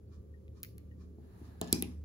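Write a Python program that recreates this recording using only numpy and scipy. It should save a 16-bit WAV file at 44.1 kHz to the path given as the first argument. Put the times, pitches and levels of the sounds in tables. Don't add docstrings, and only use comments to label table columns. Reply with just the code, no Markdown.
import sys
import numpy as np
from scipy import signal
from scipy.fft import rfft, irfft
from scipy.io import wavfile
from scipy.ndimage import uniform_filter1d

SR = 44100
rng = np.random.default_rng(int(sys.argv[2]) if len(sys.argv) > 2 else 0)


def makeup_ratio(level_db):
    decades = np.asarray(level_db, float) / 20
    return 10 ** decades


def to_wav(s):
    ch = np.atleast_2d(s).T
    pcm = np.round(np.clip(ch, -1, 1) * 32767)
    wavfile.write(sys.argv[1], SR, pcm.astype(np.int16))


N = 90316
T = np.arange(N) / SR
HZ = np.arange(N // 2 + 1) * SR / N + 1e-3
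BASS_LEAD_S = 12 / 44100


def table(rows, hz=HZ):
    rows = np.array(rows, float)
    return np.interp(np.log(hz), np.log(rows[:, 0]), rows[:, 1])


def over_time(times, values):
    return np.interp(T, times, values)


def unit(x):
    return x / np.sqrt(np.mean(x ** 2))


def band(x, hz, width):
    return signal.lfilter(*signal.iirpeak(hz, hz / max(width, 1), fs=SR), x)


def hum_band(hz, width):
    return unit(band(band(pair(), hz, width), hz, 2 * width))


def high_pass(x, hz):
    return signal.sosfilt(signal.butter(2, hz, "high", fs=SR, output="sos"), x)


def ring(at, hz, t60):
    u = np.maximum(T - at, 0)
    return np.sin(2 * np.pi * hz * u) * np.exp(-np.log(1000) * u / t60)


def walk(rate):
    k = int(SR / rate)
    steps = np.repeat(rng.standard_normal(N // k + 1), k)
    return unit(uniform_filter1d(uniform_filter1d(steps, k), k)[:N])


def later(x, s):
    return irfft(rfft(x) * np.exp(-2j * np.pi * HZ * s), N)


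def pair():
    like = 1 / (1 + (HZ / 420) ** 2)
    mid, side = rfft(rng.standard_normal((2, N))) * np.sqrt(np.array([1 + like, 1 - like]) / 2)
    return irfft(np.array([mid + side, (mid - side) * np.exp(-2j * np.pi * HZ * BASS_LEAD_S)]), N)


def steel(contacts, modes):
    size = 8192
    dry, send = np.zeros((2, N + size))
    t, hz = T[:size], np.arange(size // 2 + 1) * SR / size + 1e-3
    for at, db, ms, send_db, tilt_db in contacts:
        u, i = t / (ms / 1000), int(at * SR)
        burst = 0.12 * u * np.exp(1 - 2 * u) * rng.standard_normal(size)
        burst[int(ms / 4000 * SR)] += 1
        hit = makeup_ratio(-18) * band(burst, 8300, 15000)
        for k, (f, width, gain_db) in enumerate(modes):
            mode = band(band(burst, f, width), f, 2 * width) * np.sqrt(1000 / width)
            hit = hit + (-1) ** k * makeup_ratio(gain_db) * mode
        hit = high_pass(hit, 1300)
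        hit = hit * makeup_ratio(db) / np.abs(hit).max()
        blurred = hit * np.exp(-np.maximum(t - ms / 2000, 0) * np.pi * 350)
        tilt = makeup_ratio(send_db + tilt_db * np.log2(hz / 5000)) / (1 + (1240 / hz) ** 4)
        dry[i:i + size] += hit
        send[i:i + size] += irfft(rfft(blurred) * tilt)
    return np.array([dry[:N], send[:N]])


# f/Hz, width/Hz, level/dB
SNIP_MODES = [(2740, 1200, -13.5), (4480, 540, -5.5), (6600, 730, -24.5), (8700, 970, 0.5),
              (10630, 610, -4), (13040, 870, 6.5), (15300, 900, -2.5), (15700, 900, -11.5)]
TIP_MODES = [(1650, 700, -5), (2280, 830, 1), (4460, 880, -8), (6500, 770, -7.5), (12000, 900, 1.5),
             (14270, 1200, -10.5)]
# t/s, level/dB, contact/ms, room send/dB, send tilt/(dB per octave)
SNIP_CONTACTS = [
    (.6015, -53.5, 1.5, -26, -9),
    (.6313, -21.5, 0.61, -4.5, -7),
    (.6321, -31, 0.4, -13, -15),
    (.7806, -39, 1.1, 1, -8),
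]
TIP_CONTACTS = [
    (.6357, -33.5, 0.91, -8.5, -1),
    (.6395, -53, 0.2, -15, 0),
    (.648, -36, 0.27, -26, -0.4),
    (.654, -57, 0.65, -21, 0),
    (.7822, -49, 0.71, -5, -2),
]


def snip():
    return steel(SNIP_CONTACTS, SNIP_MODES) + steel(TIP_CONTACTS, TIP_MODES)


# f/Hz, width/Hz, level/dB
TOUCH_MODES = [(3000, 490, -10), (3496, 600, -7), (4100, 670, -6.5), (7200, 600, 0.5), (9000, 1600, -9),
               (10080, 710, -4.5), (14800, 1800, -8.5), (1704, 41, -36.5)]
SETTLE_MODES = [(2810, 900, -11), (3900, 800, -2), (5000, 700, -10), (6970, 550, 2.5), (9960, 1000, -11.5),
                (14800, 1600, -15)]
# t/s, level/dB, contact/ms, room send/dB, send tilt/(dB per octave)
TOUCH_CONTACTS = [
    (1.6138, -22, .5, -2, -7),
]
SETTLE_CONTACTS = [
    (1.630, -48, 0.88, 2, -2),
    (1.6428, -42, 1.3, 2, -3.5),
    (1.6742, -45, 1.7, 3, -4),
    (1.6815, -46, 1.4, 3, -0.5),
]


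def touch():
    return steel(TOUCH_CONTACTS, TOUCH_MODES) + steel(SETTLE_CONTACTS, SETTLE_MODES)


# f/Hz, width/Hz, level/dB
DROP_MODES = [(7310, 540, -12), (7920, 480, 1), (9270, 610, -13), (10610, 250, -5.5), (11630, 660, 3),
              (12760, 700, -9), (14200, 800, -7.5), (15600, 400, -20)]
CLANK_MODES = [(2280, 180, -11.5), (3430, 540, -8.5), (4230, 670, -9.5), (4853, 230, 1.5),
               (6030, 570, -14.5)]
# t/s, level/dB, contact/ms, room send/dB, send tilt/(dB per octave)
DROP_CONTACTS = [
    (1.7270, -6, 0.46, -1.1, -9),
]
CLANK_CONTACTS = [
    (1.7277, -14.5, 0.6, -5, 0),
    (1.7295, -20.5, 0.45, 0.5, 0.0025),
]


def drop():
    return steel(DROP_CONTACTS, DROP_MODES) + steel(CLANK_CONTACTS, CLANK_MODES)


# f/Hz, width/Hz, level/dB
BOUNCE_MODES = [(6140, 700, -33), (6940, 700, -15.5), (9000, 1000, -8.5), (10570, 700, 2.5),
                (11900, 600, -3), (14800, 600, -12.5), (15500, 600, -18.5)]
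HANDLE_MODES = [(2000, 300, 2), (2535, 410, 1.5), (3500, 650, 0), (3990, 730, -2), (5000, 370, -13.5),
                (6100, 600, -14)]
# t/s, level/dB, contact/ms, room send/dB, send tilt/(dB per octave)
BOUNCE_CONTACTS = [
    (1.8236, -16.5, 0.24, -5.5, -7),
    (1.841, -52.5, .5, 0.5, 2),
]
HANDLE_CONTACTS = [
    (1.8243, -25.5, .6, 2.5, 1),
    (1.8258, -37.5, 0.75, 1.5, -3),
    (0.48, -57, 0.9, -15, 2),
]


def bounce():
    return steel(BOUNCE_CONTACTS, BOUNCE_MODES) + steel(HANDLE_CONTACTS, HANDLE_MODES)


def rattle(rows, power):
    noise, out = pair() * makeup_ratio(0.5 * walk(120)), 0
    for at, hz, width, db, t60 in rows:
        u = np.maximum(T - at, 0)
        fade = np.exp(-np.log(1000) * (u / t60) ** power) * np.minimum(u / 0.0036, 1)
        out = out + makeup_ratio(db) * fade * unit(band(band(noise, hz, width), hz, width))
    return out


# t/s, f/Hz, width/Hz, level/dB, time to fall 60 dB/s
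BUZZ_BANDS = [(.783, 2100, 400, -78, .2), (1.617, 1719, 50.3, -55.5, 0.59), (1.616, 3020, 1500, -57, 0.36),
              (1.617, 5000, 915, -56, .3), (1.672, 3740, 2000, -57.5, 0.18),
              (1.732, 5093, 303, -45.5, 0.36), (1.736, 5960, 221.4, -49, 0.36),
              (1.734, 2425, 200, -53, 0.28), (1.734, 7900, 413, -62.5, 0.63),
              (1.734, 3670, 500, -64.5, 0.36), (1.734, 10500, 488, -55.5, 0.31),
              (1.827, 2600, 500, -51, 0.17)]


def buzz():
    return rattle(BUZZ_BANDS, 0.93)


# t/s, f/Hz, width/Hz, level/dB, time to fall 60 dB/s
RASP_BANDS = [
    (.634, 14400, 1600, -59.5, 0.13),
    (.634, 11400, 2500, -73, 0.26),
    (.634, 4800, 2520, -69.5, 0.22),
    (.637, 2170, 900, -60.5, 0.06),
]


def rasp():
    return rattle(RASP_BANDS, 2)


# f/Hz, level struck at the edge/dB, level struck mid-top/dB, time to fall 60 dB/s
DESK_MODES = [(110.7, -14, -8.5, 0.2), (178.6, -15.5, -18.5, 0.85), (246, -9, -2, 0.064),
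              (303, -15.5, 3.5, 0.032), (327, -7, -11, 0.044), (426, -5, -29, 0.037),
              (618, 3.5, -18, 0.012), (800, -19, -14, 0.06), (1040, -17.5, -37.5, 0.038),
              (2280, -48, -26.5, 0.017)]
# t/s, level/dB, push/ms (softer is longer and duller), share mid-top/0-1
DESK_BLOWS = [
    (1.185, -45, 1.1, 0.4),
    (1.415, -43.5, 1.1, 0.9),
    (1.616, -25.5, 0.17, 0.11),
    (1.7288, -22.5, 0.87, 0.93),
    (1.826, -30, 0.5, 0.96),
]


def desk():
    out = np.zeros(N)
    for at, db, ms, mid in DESK_BLOWS:
        push = np.sin(np.pi * np.clip(T[:441] / (ms / 1000), 0, 1))
        hit = 0
        for f, edge_db, mid_db, t60 in DESK_MODES:
            hit = hit + makeup_ratio(edge_db + mid * (mid_db - edge_db)) * ring(at, f, t60)
        hit = signal.fftconvolve(hit, push)[:N]
        out = out + hit * makeup_ratio(db) / np.abs(hit).max()
    return high_pass(out, 100)


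# t/s, level/dB
SLEEVE_LEVEL = [(1.12, -100), (1.25, -83), (1.38, -78), (1.5, -75), (1.6, -80), (1.75, -66), (1.95, -100)]
# f/Hz, width/Hz, level/dB
CLOTH_BANDS = [(752, 390, 5), (1190, 580, 2), (1670, 340, -1), (2600, 1200, -6.5), (4100, 1100, -3.5),
               (9300, 6300, -0.5), (14420, 1700, -8.5)]


def sleeve():
    cloth = sum(makeup_ratio(db + 1.7 * walk(25.4)) * hum_band(f, width) for f, width, db in CLOTH_BANDS)
    return cloth * makeup_ratio(over_time(*np.array(SLEEVE_LEVEL).T))


def scrape():
    u = T - 1.7265
    swell = np.exp(np.minimum(u, 0) / 0.012) * (u < 0) * makeup_ratio(-58)
    return swell * unit(band(band(pair(), 5300, 1100), 5300, 1100))


# f/Hz, width/Hz, level/dB
SWISH_BANDS = [(1170, 250, -71.5), (1750, 100, -83), (2383, 82, -84.5), (4930, 3500, -74.5)]
# t/s, f/Hz, level/dB, time to fall 60 dB/s
MOTOR_PIPS = [
    (0.339, 1854, -58.5, 0.09),
    (0.913, 1870, -60, 0.096),
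    (.911, 2900, -68.5, 0.047),
    (.078, 4500, -70, 0.035),
    (0.57, 4500, -71, 0.042),
]


def fan():
    turn_s, first_turn_s, rise_s, fall_s = 0.44, 0.14, 0.026, 0.036
    u = (T - first_turn_s + turn_s / 2) % turn_s - turn_s / 2
    shape = np.where(u < 0, np.exp(-(u / rise_s) ** 2), np.exp(-u / fall_s))
    swish = shape * sum(makeup_ratio(db) * hum_band(f, width) for f, width, db in SWISH_BANDS)
    pips = 0
    for at, f, db, t60 in MOTOR_PIPS:
        pips = pips + makeup_ratio(db) * ring(at, f, t60) * np.clip((T - at) / 0.0017, 0, 1)
    return swish + pips * np.array([[1], [-.3]])


# t/s, f/Hz, level/dB
LOW_DRONE = [(0.0, 74.95, -56.5), (0.11, 78.16, -53), (0.209, 76.2, -49.5), (0.23, 78.6, -66.5),
             (0.272, 74.7, -51.5), (0.57, 75.61, -55.5), (0.69, 72.58, -60), (0.83, 77.07, -52),
             (1.32, 75.49, -55.5), (1.34, 78.7, -92), (1.36, 76.5, -55.5), (1.79, 76.67, -52),
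             (1.791, 73.45, -53.5), (1.969, 75.57, -43.5), (2.05, 76.7, -45.5)]
# t/s, level/dB
SECOND_LEVEL = [(0, -71), (0.849, -68.5), (0.999, -58.5), (1.3, -63), (1.45, -58), (1.7, -65), (2.05, -66)]


def motor():
    s, hz, db = np.array(LOW_DRONE).T
    pitch = over_time(s, hz)
    turns = np.cumsum(pitch) / SR - np.outer([0, BASS_LEAD_S], pitch)
    drone = np.sqrt(2) * makeup_ratio(over_time(s, db)) * np.sin(2 * np.pi * turns)
    second = unit(band(band(pair(), 177.8, 6), 177.8, 6.3))
    second = second * makeup_ratio(over_time(*np.array(SECOND_LEVEL).T))
    return drone * makeup_ratio(np.array([[-.4], [.4]])) + second


# f/Hz, level/dB
AIR_COLOUR = [(25, -16), (45, 1.5), (100, 0), (220, -2.5), (420, -5.5), (750, -29), (2500, -41.5),
              (16000, -45)]
# f/Hz, width/Hz, level/dB
ROOM_MODES = [(74.1, 11, -61.5), (106.5, 11, -59), (192.6, 22, -69), (411.1, 16, -73.5),
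              (528.4, 4.4, -77.5), (1175, 5.4, -90)]


def air():
    bed = unit(irfft(rfft(pair()) * makeup_ratio(table(AIR_COLOUR)), N)) * makeup_ratio(-57.5 + 0.46 * walk(5.4))
    return bed + sum(makeup_ratio(db) * hum_band(f, width) for f, width, db in ROOM_MODES)


# f/Hz, time to fall 60 dB/s
ROOM_T60 = [(100, 0.53), (400, 0.32), (1500, 0.33), (5000, 0.25), (15000, 0.31)]


def room(x):
    noise, tail = rfft(pair()), 0
    for hz in 62.5 * 2. ** np.arange(9):
        octave = np.cos(np.pi / 2 * np.clip(np.log2(HZ / hz), -1, 1)) ** 2
        part = irfft(noise * octave, N)
        tail = tail + part * np.exp(-np.log(1000) * T / table(ROOM_T60, hz))
    tail = tail * (1 - np.exp(-(T / 0.002) ** 2)) * makeup_ratio(-15) / 10
    return signal.fftconvolve(tail, x[None])[:, :N]


# f/Hz, lag/half turns
TREBLE_LAG = [(7000, 4.3), (8200, 5), (9350, 5), (10200, 6), (11900, 6), (13000, 7), (14100, 7), (15000, 8)]


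def tie(x):
    ramp = x[:, :1] + (x[:, -1:] - x[:, :1]) * T / T[-1]
    left, right = rfft(x - ramp)
    turned = right * np.exp(-1j * np.pi * np.interp(HZ, *np.array(TREBLE_LAG).T))
    mix = np.pi / 2 * np.clip((HZ - 7300) / 500 + .5, 0, 1)
    left = np.sin(mix) * turned + np.cos(mix) * left
    return ramp + irfft(np.array([left, right]) * (HZ < 15800), N)


# f/Hz, lag/half turns
CLICK_LAG = [(0, 0), (1100, -.35), (1900, -1), (3400, -1.5), (4900, -1.7), (5700, -2.1), (7200, -1.55),
             (8400, -1), (11000, 0), (13450, 1), (18500, 3)]


def scene():
    clicks, send = snip() + touch() + drop() + bounce()
    lag = np.interp(HZ, *np.array(CLICK_LAG).T)
    left_clicks = irfft(rfft(clicks) * np.exp(-1j * np.pi * lag), N)
    wood = desk()
    thump = np.array([wood * makeup_ratio(6.0), later(wood, BASS_LEAD_S) * makeup_ratio(2.5)])
    diffuse = room(send + wood * makeup_ratio(8)) + buzz() + rasp()
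    diffuse = diffuse + sleeve() + scrape() + fan() + motor() + air()
    return np.array([left_clicks, clicks]) + thump + tie(diffuse)


def low_pass(x):
    return signal.sosfilt(signal.butter(12, 17110, fs=SR, output="sos"), x)


def record(dry):
    cut = signal.sosfilt(signal.ellip(8, .2, 70, 16300, fs=SR, output="sos"), dry)
    mix = cut * np.clip((T[-1] - T) / 0.004, 0, 1)
    return low_pass(mix)


dry = scene()
out = record(dry)
to_wav(out)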